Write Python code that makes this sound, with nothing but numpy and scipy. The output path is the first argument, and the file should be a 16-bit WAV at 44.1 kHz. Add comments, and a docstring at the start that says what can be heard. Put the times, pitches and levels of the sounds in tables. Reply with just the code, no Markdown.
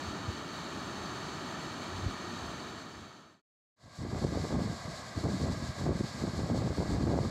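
"""Steam hisses from a fumarole a few metres away, then, after a fade through silence, from beside the vent.
The turbulent jet radiates broadband noise, coloured by resonances of the hollows between the rocks.
Wind sheds eddies across the single microphone: their pressure rumbles, flutters and thumps,
and the recorder's gain control ducks the hiss under the strongest of them."""
import sys
import numpy as np
from scipy import signal
from scipy.fft import rfft, irfft, next_fast_len
from scipy.io import wavfile
from scipy.ndimage import uniform_filter1d

SR = 44100
rng = np.random.default_rng(int(sys.argv[2]) if len(sys.argv) > 2 else 0)


def log_audio(samples):
    """Write samples as a 16-bit WAV file to the path given in sys.argv[1]."""
    # one column per channel
    frames = np.atleast_2d(samples).T
    # limit to full scale, then quantise
    limited = np.clip(frames, -1, 1)
    pcm = np.round(limited * 32767).astype(np.int16)
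    wavfile.write(sys.argv[1], SR, pcm)


N = 321930
TIME = np.arange(N) / SR
FFT_SIZE = next_fast_len(N + 8192)
FREQS = np.maximum(np.arange(FFT_SIZE // 2 + 1) * SR / FFT_SIZE, 1)


def from_db(db):
    """Amplitude grows tenfold for every 20 dB."""
    return 10 ** (np.asarray(db) / 20)


def ramp(silent_s, length_s):
    """Linear fade from 0 at silent_s to 1 over length_s; a negative length falls to 0 there."""
    return np.clip((TIME - silent_s) / length_s, 0, 1)


def filtered(x, response):
    """Zero-phase filtering: the spectrum is multiplied by a real frequency response."""
    return irfft(rfft(x, FFT_SIZE) * response, FFT_SIZE)[:N]


def unit_rms(x):
    """Normalisation to a mean power of 1."""
    return x / np.sqrt(np.mean(x ** 2) + 1e-20)


def drift(rate_hz):
    """Random modulation: noise low-passed at rate_hz wanders with an rms of 1."""
    return unit_rms(filtered(rng.standard_normal(FFT_SIZE), 1 / (1 + (FREQS / rate_hz) ** 4)))


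def coloured(x, spectrum, resonances=()):
    """Source and filter: x takes on a smooth spectrum with bell-shaped peaks and dips; rms 1."""
    hz, level_db = np.transpose(spectrum)
    response_db = np.interp(np.log(FREQS), np.log(hz), level_db)
    for centre, width, lift_db in resonances:
        response_db += lift_db * np.exp(-(2 * (FREQS - centre) / width) ** 2)
    return unit_rms(filtered(x, from_db(response_db)))


def evened(x, window_s):
    """Division by the running rms holds the slow level at 1 and keeps the fast fluctuations."""
    return x / np.sqrt(uniform_filter1d(x ** 2, int(window_s * SR)) + 1e-6)


def steam_jet(spectrum, resonances, sputter_db, crossover_hz):
    """Turbulent mixing makes broadband noise: a smooth roar, and above it a bright spray that sputters."""
    jet = coloured(rng.standard_normal(FFT_SIZE), spectrum, resonances)
    roar = signal.sosfiltfilt(signal.butter(2, crossover_hz, fs=SR, output="sos"), jet)
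    spray = jet - roar
    return roar + spray * from_db(sputter_db * drift(rate_hz=12))


def far_steam():
    """Cavity resonances among the rocks colour the jet, heard from a few metres away."""
    # smooth jet spectrum: (frequency [Hz], relative density [dB])
    spectrum = [(40, -22.5), (80, -5.5), (190, -0.5), (500, -14.5), (1500, -11.5), (2700, -20.5),
                (4500, -18), (7000, -26), (10000, -37), (13500, -44.5), (15500, -46)]
    # resonances and notches: (centre [Hz], width [Hz], gain [dB])
    resonances = [(349, 240, 8), (622, 211, 6), (887, 455, 6), (1257, 320, 8), (1796, 309, 5.5),
                  (2074, 130, -6.5), (2315, 323, 4.5), (3061, 680, 5), (3833, 320, 6.0), (4445, 570, 7),
                  (4760, 206, -6.5), (5010, 256, -7.5), (5180, 160, 1.5), (5540, 260, -8.5),
                  (6330, 413, 7.5), (7120, 302, -8.5), (7190, 651, 10), (8266, 217, -1), (8911, 883, 0.5),
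                  (10000, 521, -5)]
    # strength of the jet: (time [s], relative level [dB])
    flow = [(0.0, -44), (0.46, -45), (1.17, -44), (2.45, -45)]
    level_db = np.interp(TIME, *np.transpose(flow)) + 4
    return from_db(level_db) * steam_jet(spectrum, resonances, sputter_db=0.58, crossover_hz=2500)


def wind_envelope(starts, lengths, levels_db, attack_s=0.024, release_s=0.073):
    """Incoherent sources add in power; each gust builds quickly, holds and dies more slowly."""
    power = 0
    for start, length, db in zip(starts, lengths, levels_db):
        rise = ramp(start - attack_s, attack_s)
        decay = ramp(start + length + release_s, -release_s) ** 2
        power += (from_db(db) * rise * decay) ** 2
    return np.sqrt(power)


def rumble(spectrum, spread_db):
    """Pseudo-sound: large eddies press directly on the microphone in uneven lumps."""
    pressure = coloured(rng.standard_normal(FFT_SIZE), spectrum)
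    return evened(pressure * from_db(spread_db * drift(rate_hz=40)), window_s=0.066)


def breeze():
    """Weak turbulence only rumbles: light puffs over air that is never quite still."""
    # pressure spectrum of light air: (frequency [Hz], relative density [dB])
    spectrum = [(22, -37), (40, -14.5), (60, -3), (90, 1.5), (150, -9), (300, -14), (800, -34), (3000, -72)]
    # puffs of air: (start [s], length [s], relative level [dB])
    puffs = [(0.06, 0.024, -42.5), (0.265, 0.027, -36), (0.73, 0.024, -46), (0.97, 0.041, -54),
             (1.155, 0.022, -51), (1.92, 0.11, -43), (2.04, 0.022, -32), (2.41, 0.046, -45.5),
             (2.98, 0.035, -43.5)]
    starts, lengths, levels_db = np.transpose(puffs)
    strength = from_db(-61) + wind_envelope(starts, lengths, levels_db - 2)
    return strength * rumble(spectrum, spread_db=2.0)


def thumps():
    """A passing eddy makes a bipolar pressure pulse; smaller ones pass faster and sound higher."""
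    # single strong eddies: (time [s], relative peak level [dB], pitch [Hz])
    eddies = [(0.283, -40, 113), (2.065, -22, 87), (4.051, -28, 292), (4.249, -13, 275),
              (4.327, -26.5, 344), (4.374, -20.5, 300), (4.546, -24, 136), (5.177, -28, 147),
              (5.25, -26, 175), (5.289, -26, 335), (5.417, -23, 154), (5.438, -21, 245), (5.867, -26, 261),
              (5.893, -16.5, 236), (5.909, -23, 253), (6.01, -16.5, 220), (6.239, -21.5, 271),
              (6.783, -25, 368), (6.822, -24, 380), (7.04, -17, 188), (7.136, -21.5, 409),
              (7.177, -23, 426), (7.189, -19, 445)]
    pressure = np.zeros(N)
    for (time_s, peak_db, hz), sign in zip(eddies, rng.choice([-1, 1], len(eddies))):
        passing = np.abs(TIME - time_s) < 0.03
        phase = 2 * np.pi * hz * (TIME[passing] - time_s)
        pulse = phase * np.exp((1 - phase ** 2) / 2)   # slope of a Gaussian, peaks at +1 and -1
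        pressure[passing] += sign * from_db(peak_db - 1) * pulse
    return pressure


def near_steam():
    """Colour depends on the listening position: beside the vent the steady jet sounds brighter."""
    # smooth jet spectrum: (frequency [Hz], relative density [dB])
    spectrum = [(40, -13), (90, 5.5), (220, 1.5), (400, -8.5), (1400, -11), (2700, -15.5), (4500, -14),
                (7500, -15), (9300, -30.5), (12000, -32.5), (15500, -46)]
    # resonances and notches: (centre [Hz], width [Hz], gain [dB])
    resonances = [(654, 314, 11), (1125, 370, 10.5), (1636, 216, 10.5), (1968, 155, 7.5), (2180, 300, 5.5),
                  (2680, 135, -8), (2990, 200, -4), (3763, 490, 3), (4445, 1140, 7), (5400, 250, 4),
                  (5610, 180, -5), (6050, 180, -3), (6980, 240, 2.5), (8087, 987, 2.5), (10554, 1719, 4)]
    return from_db(-44) * steam_jet(spectrum, resonances, sputter_db=1.77, crossover_hz=2788)


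def flutter(pops_per_s, spread_db):
    """Shot noise: small eddies break on the microphone port at random, each a pop of its own size."""
    # spectrum of one pop: (frequency [Hz], relative density [dB])
    spectrum = [(60, -19), (180, -2), (330, 1), (500, -1.5), (750, -6.5), (1100, -14.5), (1800, -28),
                (5000, -66)]
    arrivals = rng.random(N) < pops_per_s / SR
    sizes = from_db(spread_db * np.minimum(rng.exponential(1, N), 3))
    signs = rng.choice([-1, 1], N)
    return evened(coloured(arrivals * sizes * signs, spectrum), window_s=0.083)


def gusting_wind():
    """Turbulence grows with wind speed: gusts rumble, and their flutter rises faster than the rumble."""
    # gusts beside the vent: (start [s], length [s], rumble level [dB], extra flutter [dB])
    gusts = [(3.847, 0.014, -53, -2), (3.996, 0.092, -38.5, -3), (4.127, 0.047, -35.5, 4),
             (4.223, 0.054, -29.5, -2.5), (4.33, 0.12, -35, 3.5), (4.518, 0.076, -29.5, -0.5),
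             (4.6, 0.12, -35, -2.5), (4.867, 0.038, -40, 0), (5.175, 0.18, -33, -4.5),
             (5.243, 0.03, -34, 4.5), (5.412, 0.1, -31, -1), (5.573, 0.12, -37.5, -6),
             (5.791, 0.26, -35.5, -0.5), (5.873, 0.026, -27, -0.5), (6.16, 0.02, -39, -1),
             (6.223, 0.052, -32.5, 1), (6.349, 0.1, -34, 2), (6.504, 0.053, -28, -1.5),
             (6.587, 0.12, -31.5, -0.5), (6.785, 0.042, -30, 3), (6.891, 0.37, -30.5, -2),
             (7.074, 0.082, -33, 9.5)]
    # pressure spectrum of large eddies: (frequency [Hz], relative density [dB])
    spectrum = [(22, -37), (38, -30), (55, -3.5), (85, 0.5), (130, 0.5), (200, -2.5), (300, -8),
                (500, -28.5), (1200, -37), (4000, -81)]
    starts, lengths, rumble_db, extra_db = np.transpose(gusts)
    growth, reference_db = 1.52, -32   # flutter gains `growth` dB per dB of rumble over the reference
    flutter_db = -39.5 + growth * (rumble_db - reference_db) + extra_db
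    large_eddies = wind_envelope(starts, lengths, rumble_db) * rumble(spectrum, spread_db=4.0)
    small_eddies = wind_envelope(starts, lengths, flutter_db) * flutter(pops_per_s=500, spread_db=6.0)
    return large_eddies + small_eddies


def gain_control(x, threshold_db, slope, release_db_per_s):
    """Compression: the gain drops by `slope` dB per dB over the threshold, then recovers."""
    level_db = 10 * np.log10(np.abs(uniform_filter1d(x ** 2, size=220)) + 1e-12)   # 5 ms mean power
    excess_db = np.maximum(level_db - threshold_db, 0)
    release_db = release_db_per_s * TIME
    held_db = np.maximum.accumulate(excess_db + release_db) - release_db   # decaying peak hold
    return x * from_db(-slope * uniform_filter1d(held_db, size=180))


def scene():
    """Superposition of steam and wind at one microphone, in two places in turn; both channels alike."""
    fade_out, fade_in = ramp(silent_s=3.417, length_s=-0.93), ramp(silent_s=3.762, length_s=0.51)
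    steam = fade_out * far_steam() + fade_in * near_steam()
    wind = fade_out * breeze() + gusting_wind()
    ceiling = 0.115   # the wind's pressure swings round off towards this amplitude
    rounded_wind = ceiling * np.tanh(wind / ceiling)
    return np.tile(steam + rounded_wind + thumps(), (2, 1))


def record(dry):
    """The recorder limits bandwidth and dynamics: a low cut against wind, gain control, a steep top cut."""
    low_cut_hz, top_cut_hz = 42, 15750
    x = signal.sosfilt(signal.butter(4, low_cut_hz, "high", fs=SR, output="sos"), dry[0])
    x = gain_control(x, threshold_db=-29, slope=0.44, release_db_per_s=137)
    x = filtered(x, 1 / np.sqrt(1 + (FREQS / top_cut_hz) ** 400))
    return np.tile(x, (2, 1))


dry = scene()
out = record(dry)
log_audio(out)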